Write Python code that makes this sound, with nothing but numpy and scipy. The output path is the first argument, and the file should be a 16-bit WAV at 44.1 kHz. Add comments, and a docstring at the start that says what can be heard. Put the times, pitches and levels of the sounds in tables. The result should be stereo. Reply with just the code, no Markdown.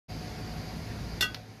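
"""A ceramic vase lying on the pavement cracks as a car creeps onto its foot, engine running low. The car
rumbles, hums, whines and hisses; its tyre bumps softly as it climbs. The wall breaks in a quick run of snaps,
the freed shard rings, and splinters tick just after, all reflected between underside and ground. The background
drops as the vase gives way. The right microphone hears the scene much louder."""
import sys
import numpy as np
from scipy import signal
from scipy.fft import rfft, irfft
from scipy.io import wavfile
from scipy.ndimage import uniform_filter1d

SR = 44100
rng = np.random.default_rng(int(sys.argv[2]) if len(sys.argv) > 2 else 0)


def master_out(mix):
    """Clip the mix to full scale and print it as 16-bit PCM to the path in sys.argv[1]."""
    frames = np.transpose(np.atleast_2d(mix))
    ceiling = np.clip(frames, -1, 1)
    pcm = np.round(ceiling * 32767).astype(np.int16)
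    wavfile.write(sys.argv[1], SR, pcm)


N = 70560
T = np.arange(N) / SR
LEFT_LEAD_S = 0.000449
CRACK_S, SHARD_FREE_S = 1.2085, 1.2225


def amp(db):
    """Decibels to gain."""
    return 10 ** (np.asarray(db) / 20)


def unit(x):
    """Scale to rms 1."""
    return x / np.sqrt(np.mean(x ** 2) + 1e-20)


def at_hz(points, hz):
    """Spectrum table interpolated in log frequency."""
    knots_hz, values = np.transpose(points)
    return np.interp(np.log(hz + 1), np.log(knots_hz + 1), values)


def curve(points, column=1):
    """Time table column interpolated at every sample."""
    columns = np.transpose(points)
    return np.interp(T, columns[0], columns[column])


def drift(rate_hz):
    """Random wander, rms 1."""
    hz = np.fft.rfftfreq(N, 1 / SR)
    return unit(irfft(rfft(rng.standard_normal(N)) * np.exp(-(hz / rate_hz) ** 2), N))


def colour(points, size=4096):
    """Minimum-phase impulse response of a spectrum table."""
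    log_gain = np.log(amp(at_hz(points, abs(np.fft.fftfreq(size, 1 / SR)))))
    return np.fft.ifft(np.exp(np.conj(signal.hilbert(log_gain)))).real[:size // 2]


def through(x, response):
    """Convolution cut to N samples."""
    return signal.fftconvolve(x, response)[:N]


def strike(start_s, rise_s, t60_s):
    """Envelope: linear rise, exponential decay."""
    age_s = np.maximum(T - start_s, 0)
    return np.minimum(age_s / rise_s, 1) * 1e-3 ** (age_s / t60_s)


# Car noise spectrum (frequency [Hz], relative density [dB])
CAR_SPECTRUM = [(15, -48), (28, -16), (46, -9.5), (80, -1), (125, -2.5), (210, -3.5), (360, -13),
                (430, -12.5), (560, -14.5), (710, -13), (860, -16), (1500, -20), (2200, -22), (3100, -26),
                (4500, -22.5), (5300, -24.5), (6800, -31.5), (8300, -42), (10000, -37.5), (13000, -38.5),
                (15000, -53.5)]
# Car noise balance (frequency [Hz], left minus right [dB])
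CAR_BALANCE = [(60, -17), (110, -24), (200, -16), (380, -13.5), (700, -12.0), (1290, -14.5), (2380, -11.5),
               (4400, -15.5), (8120, -7), (15000, -1.5)]
# Car noise likeness between microphones (frequency [Hz], coherence [0..1])
CAR_COHERENCE = [(40, 0.2), (110, 0.34), (300, 1), (750, 1), (1300, 0.61), (5000, 0.42), (9000, 0.3)]
# Low rumble (time [s], gain [dB])
RUMBLE_GAIN = [(.1, -3), (.2, -2), (.3, -2), (.45, -2.5), (.53, -3), (.65, -1), (.82, 2), (1.0, 1.5),
               (1.15, -2.5), (1.25, 2), (1.34, -6), (1.42, -3.5), (1.6, -1)]
# Car level, also drives the hum (time [s], gain [dB])
CAR_LEVEL = [(.1, 0.5), (.3, 0.5), (.75, 0.37), (.95, 0), (1.18, 0.5), (1.28, -4), (1.35, -3.5),
             (1.42, -7.5), (1.6, -8.5)]


def car_noise(level_db=-36, ripple_db=1.4, patch_db=1.3, rumble_top_hz=140, throb_db=0.14, swell_db=0.18):
    """Rumble and hiss of the car, slightly uneven, reaching the left microphone first."""
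    hz, frames = np.fft.rfftfreq(2048, 1 / SR), N // 512 + 3
    a, b, c, d, patches = rng.standard_normal((frames, len(hz), 5)).T
    right, independent = a + 1j * b, c + 1j * d
    patches = uniform_filter1d(patches, size=14, axis=0)
    patches = unit(uniform_filter1d(patches, size=4, axis=1))
    # standing resonances under the car
    ripple = unit(uniform_filter1d(rng.standard_normal(len(hz)), size=3)) * np.minimum(hz / 1000, 1)
    coherence = at_hz(CAR_COHERENCE, hz)[:, None]
    lead_s = LEFT_LEAD_S * (1 - np.exp(-(hz / 500) ** 2))
    left_path = np.exp(2j * np.pi * hz * lead_s) * amp(at_hz(CAR_BALANCE, hz))
    left = (coherence * right + np.sqrt(1 - coherence ** 2) * independent) * left_path[:, None]
    shape_db = at_hz(CAR_SPECTRUM, hz)[:, None] + patch_db * patches + ripple_db * ripple[:, None]
    rumble_db = np.interp(np.linspace(0, T[-1], frames), T, curve(RUMBLE_GAIN))
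    shelf_db = rumble_db / (1 + (hz[:, None] / rumble_top_hz) ** 2)
    spectra = np.array([left, right]) * amp(shape_db + shelf_db)
    noise = signal.istft(spectra, nperseg=2048, noverlap=1536)[1][:, :N]
    throb = amp(throb_db * drift(45) - swell_db * drift(5.2))
    return noise / noise[1].std() * throb * amp(level_db + curve(CAR_LEVEL))


# Engine orders (multiple of firing rate [1], level under load [dB], slope against car level [dB/dB])
ENGINE_ORDERS = [(1, -46, 2.0), (2, -45, .55), (3, -48, 1.6), (4, -55, .8), (5, -59, .3), (8, -59, 1.2)]


def engine_hum(firing_hz=54.18, waver=0.0076, flutter_db=2.5, left_db=-4):
    """Low harmonics of the firing rate, following the car level."""
    turns = np.cumsum(firing_hz * (1 + waver * drift(6))) / SR
    hum = np.zeros(N)
    for order, db, slope in ENGINE_ORDERS:
        level = amp(db + slope * curve(CAR_LEVEL) + flutter_db * drift(24.5))
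        hum += level * np.sin(2 * np.pi * (order * turns + rng.random()))
    return np.sqrt(2) * hum * amp([[left_db], [0]])


# Engine bay tone (time [s], frequency [Hz], level [dB])
WHINE_TRACK = [(.1, 727.4, -44.5), (.3, 730.5, -46.5), (.7, 734.8, -47), (.92, 705, -51), (1.2, 714, -61),
               (1.38, 726, -55.5), (1.6, 780, -56.5)]


def engine_whine(waver=0.0043, flutter_db=3.0, left_db=-12):
    """Thin tone that sags under load and rises when the vase gives."""
    pitch_hz = curve(WHINE_TRACK)
    turns = np.cumsum(pitch_hz * (1 + waver * drift(26.5))) / SR
    level = amp(curve(WHINE_TRACK, column=2) + flutter_db * drift(34))
    left = amp(left_db) * np.sin(2 * np.pi * (turns + pitch_hz * LEFT_LEAD_S))
    return np.sqrt(2) * level * np.array([left, np.sin(2 * np.pi * turns)])


# Engine bay hiss (time [s], level [dB])
HISS_LEVEL = [(.1, -49), (.35, -56.5), (.6, -54), (.95, -58), (1.16, -51.5), (1.24, -53), (1.6, -74)]


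def air_hiss(centre_hz=4795, half_width_hz=116, left_db=-15):
    """Air hissing in one narrow resonance."""
    hz = np.fft.rfftfreq(N, 1 / SR)
    resonance = 1 / (1 + ((hz - centre_hz) / half_width_hz) ** 2)
    band = unit(irfft(rfft(rng.standard_normal(N)) * resonance, N))
    return band * amp(curve(HISS_LEVEL)) * amp([[left_db], [0]])


# Tyre bumps (time [s], level [dB], half-width [s])
TYRE_BUMPS = [(0.588, -38, .02), (0.767, -27, .015), (1.021, -33, 0.013), (1.136, -35, 0.0078)]
# Bump spectrum (frequency [Hz], relative level [dB])
BUMP_SPECTRUM = [(25, -33), (45, -17), (68, -1.5), (110, 1.5), (180, -10), (280, -14.5), (600, -41),
                 (3000, -55)]


def tyre_bumps(left_db=-14):
    """Soft low swells as the tyre climbs."""
    swells = sum(amp(db) * np.exp(-((T - at_s) / width_s) ** 2) for at_s, db, width_s in TYRE_BUMPS)
    noise = unit(through(rng.standard_normal(N), colour(BUMP_SPECTRUM)))
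    return swells * noise * amp([[left_db], [0]])


# Snaps of the running crack (time [s], level [dB], T60 [s])
CRACK_SNAPS = [(1.2091, -19.5, 0.043), (1.2132, -28.5, 0.05), (1.2205, -28.5, 0.038), (1.2283, -29, 0.039),
               (1.239, -36, 0.11)]
# Snap spectrum (frequency [Hz], relative level [dB])
SNAP_SPECTRUM = [(100, -11), (400, 2.5), (650, -9.5), (1000, 0), (1400, -11), (3300, -1), (3950, 0),
                 (4400, 3), (5400, -1), (7000, -3.5), (8800, -13.5), (11500, -7), (13400, -7.5),
                 (15000, -25)]


def wall_crack(grain_db=0.5, rise_s=0.0003):
    """Each snap is a fast-decaying burst of tiny fractures."""
    grains = unit(rng.standard_normal(N) * amp(grain_db * drift(1500)))
    response = colour(SNAP_SPECTRUM)
    bursts = sum(amp(db) * strike(at_s, rise_s, t60_s) for at_s, db, t60_s in CRACK_SNAPS)
    return through(grains * bursts, response / np.linalg.norm(response))


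# Fragment mode envelope (frequency [Hz], relative level [dB])
FRAGMENT_SPECTRUM = [(4600, -37), (6500, -30), (8600, -44), (11500, -36), (13500, -37.5), (14500, -52)]


def fragments(count=44, crack_db=-1, free_db=-4, rise_s=0.00065, t60_s=0.093, scatter_hz=200):
    """Dense high modes of small fragments, struck as the crack opens and as the shard comes free."""
    out = np.zeros(N)
    modes_hz = np.linspace(FRAGMENT_SPECTRUM[0][0], FRAGMENT_SPECTRUM[-1][0], count)
    for start_s, db in (CRACK_S, crack_db), (SHARD_FREE_S, free_db):
        envelope = amp(db) * strike(start_s, rise_s, t60_s)
        for hz in modes_hz:
            strength, detune, phase = rng.random(3)
            tone = np.sin(2 * np.pi * ((hz + scatter_hz * (detune - .5)) * T + phase))
            out += envelope * strength * amp(at_hz(FRAGMENT_SPECTRUM, hz)) * tone
    return out


# Vase modes (frequency [Hz], relative level pinched [dB], relative level free [dB], free T60 [s])
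VASE_MODES = [(1231, -52, -32, .23), (1260, -52, -32, .23), (1504, -27, -21.3, .25),
              (1614, -41, -34.5, .26), (1946, -29, -22.5, .16), (2706, -28, -22.5, .14),
              (2790, -26, -15.5, .135), (3295, -35, -31, .2), (3343, -28, -25, .25), (3543, -17, -24, .12),
              (4292, -30, -29, .13), (4332, -32, -31, .15), (5256, -28, -28, .1), (5636, -33, -31, .11),
              (5698, -34, -33, .11), (7135, -37, -38, .11)]


def shard_ring(gain_db=0.5, chatter=0.086, pinched_rise_s=0.00034, pinched_t60_s=0.13, release_s=0.004):
    """The wall rings briefly while pinched, then longer once the shard is free."""
    out = np.zeros(N)
    free_age_s = T - SHARD_FREE_S
    grip = 1 - np.clip(free_age_s / release_s, 0, 1)
    pinched_envelope = grip * strike(CRACK_S, pinched_rise_s, pinched_t60_s)
    for hz, pinched_db, free_db, t60_s in VASE_MODES:
        pinched = amp(pinched_db) * np.sin(2 * np.pi * (hz * T + rng.random()))
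        free = amp(free_db) * np.sin(2 * np.pi * hz * free_age_s + rng.random())
        mode = pinched * pinched_envelope + free * strike(SHARD_FREE_S, release_s, t60_s)
        out += mode * (1 + chatter * drift(120))
    return amp(gain_db) * out


def underside_echo(x, echo_db, gap_s=0.0017, t60_s=0.14):
    """Direct sound plus scattered reflections between the car's underside and the pavement."""
    taps = rng.standard_normal(N) * (rng.random(N) < .1)
    taps *= strike(gap_s, 0.0025, t60_s)
    return x + amp(echo_db) * through(x, taps / np.linalg.norm(taps))


# Splinter ticks (time [s], level [dB])
SPLINTER_TICKS = [(1.3459, -15.5), (1.3489, -17), (1.351, -33), (1.3593, -37), (1.367, -34), (1.3735, -34)]
# Tick spectrum (frequency [Hz], relative level [dB])
TICK_SPECTRUM = [(200, -28), (900, -13.5), (1500, -6.5), (2200, -8.5), (4200, -4), (5500, -7.5),
                 (7500, -35), (12000, -23.5), (15000, -28)]


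def splinter_ticks(clink_hz=4287, clink_t60_s=0.0034, clink_db=-18):
    """Splinters give dry clicks that ring for a few cycles."""
    impulses = np.zeros(N)
    for at_s, db in SPLINTER_TICKS:
        impulses[round(at_s * SR)] += amp(db)
    click = colour(TICK_SPECTRUM)
    clink = amp(clink_db) * strike(0, .0001, clink_t60_s) * np.cos(2 * np.pi * clink_hz * T)
    return through(impulses, click / abs(click).max()) + through(impulses, clink)


# Path from vase to left microphone (frequency [Hz], gain [dB])
VASE_LEFT_PATH = [(200, -2.5), (1500, -16.5), (2000, -11), (3000, -21.5), (5500, -26.5), (9500, -9),
                  (14000, -24)]


def scene():
    """Breaking vase over the running car, as (left, right)."""
    breakage = wall_crack() + fragments() + splinter_ticks()
    ring = shard_ring()
    left = through(underside_echo(breakage + ring, echo_db=-7.5), colour(VASE_LEFT_PATH))
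    right = underside_echo(breakage, echo_db=-9.5) + underside_echo(ring, echo_db=-19)
    car = car_noise() + engine_hum() + engine_whine() + air_hiss() + tyre_bumps()
    return np.array([left, right]) + car


def record(dry, silence_s=0.082, fade_s=0.021, cutoff_hz=15300):
    """Brief silence, fade-in, low-pass."""
    fade_in = np.clip((T - silence_s) / fade_s, 0, 1)
    lowpass = signal.firwin(255, cutoff_hz, window=("kaiser", 9), fs=SR)
    return signal.oaconvolve(dry * fade_in, lowpass[None], "same")


dry = scene()
out = record(dry)
master_out(out)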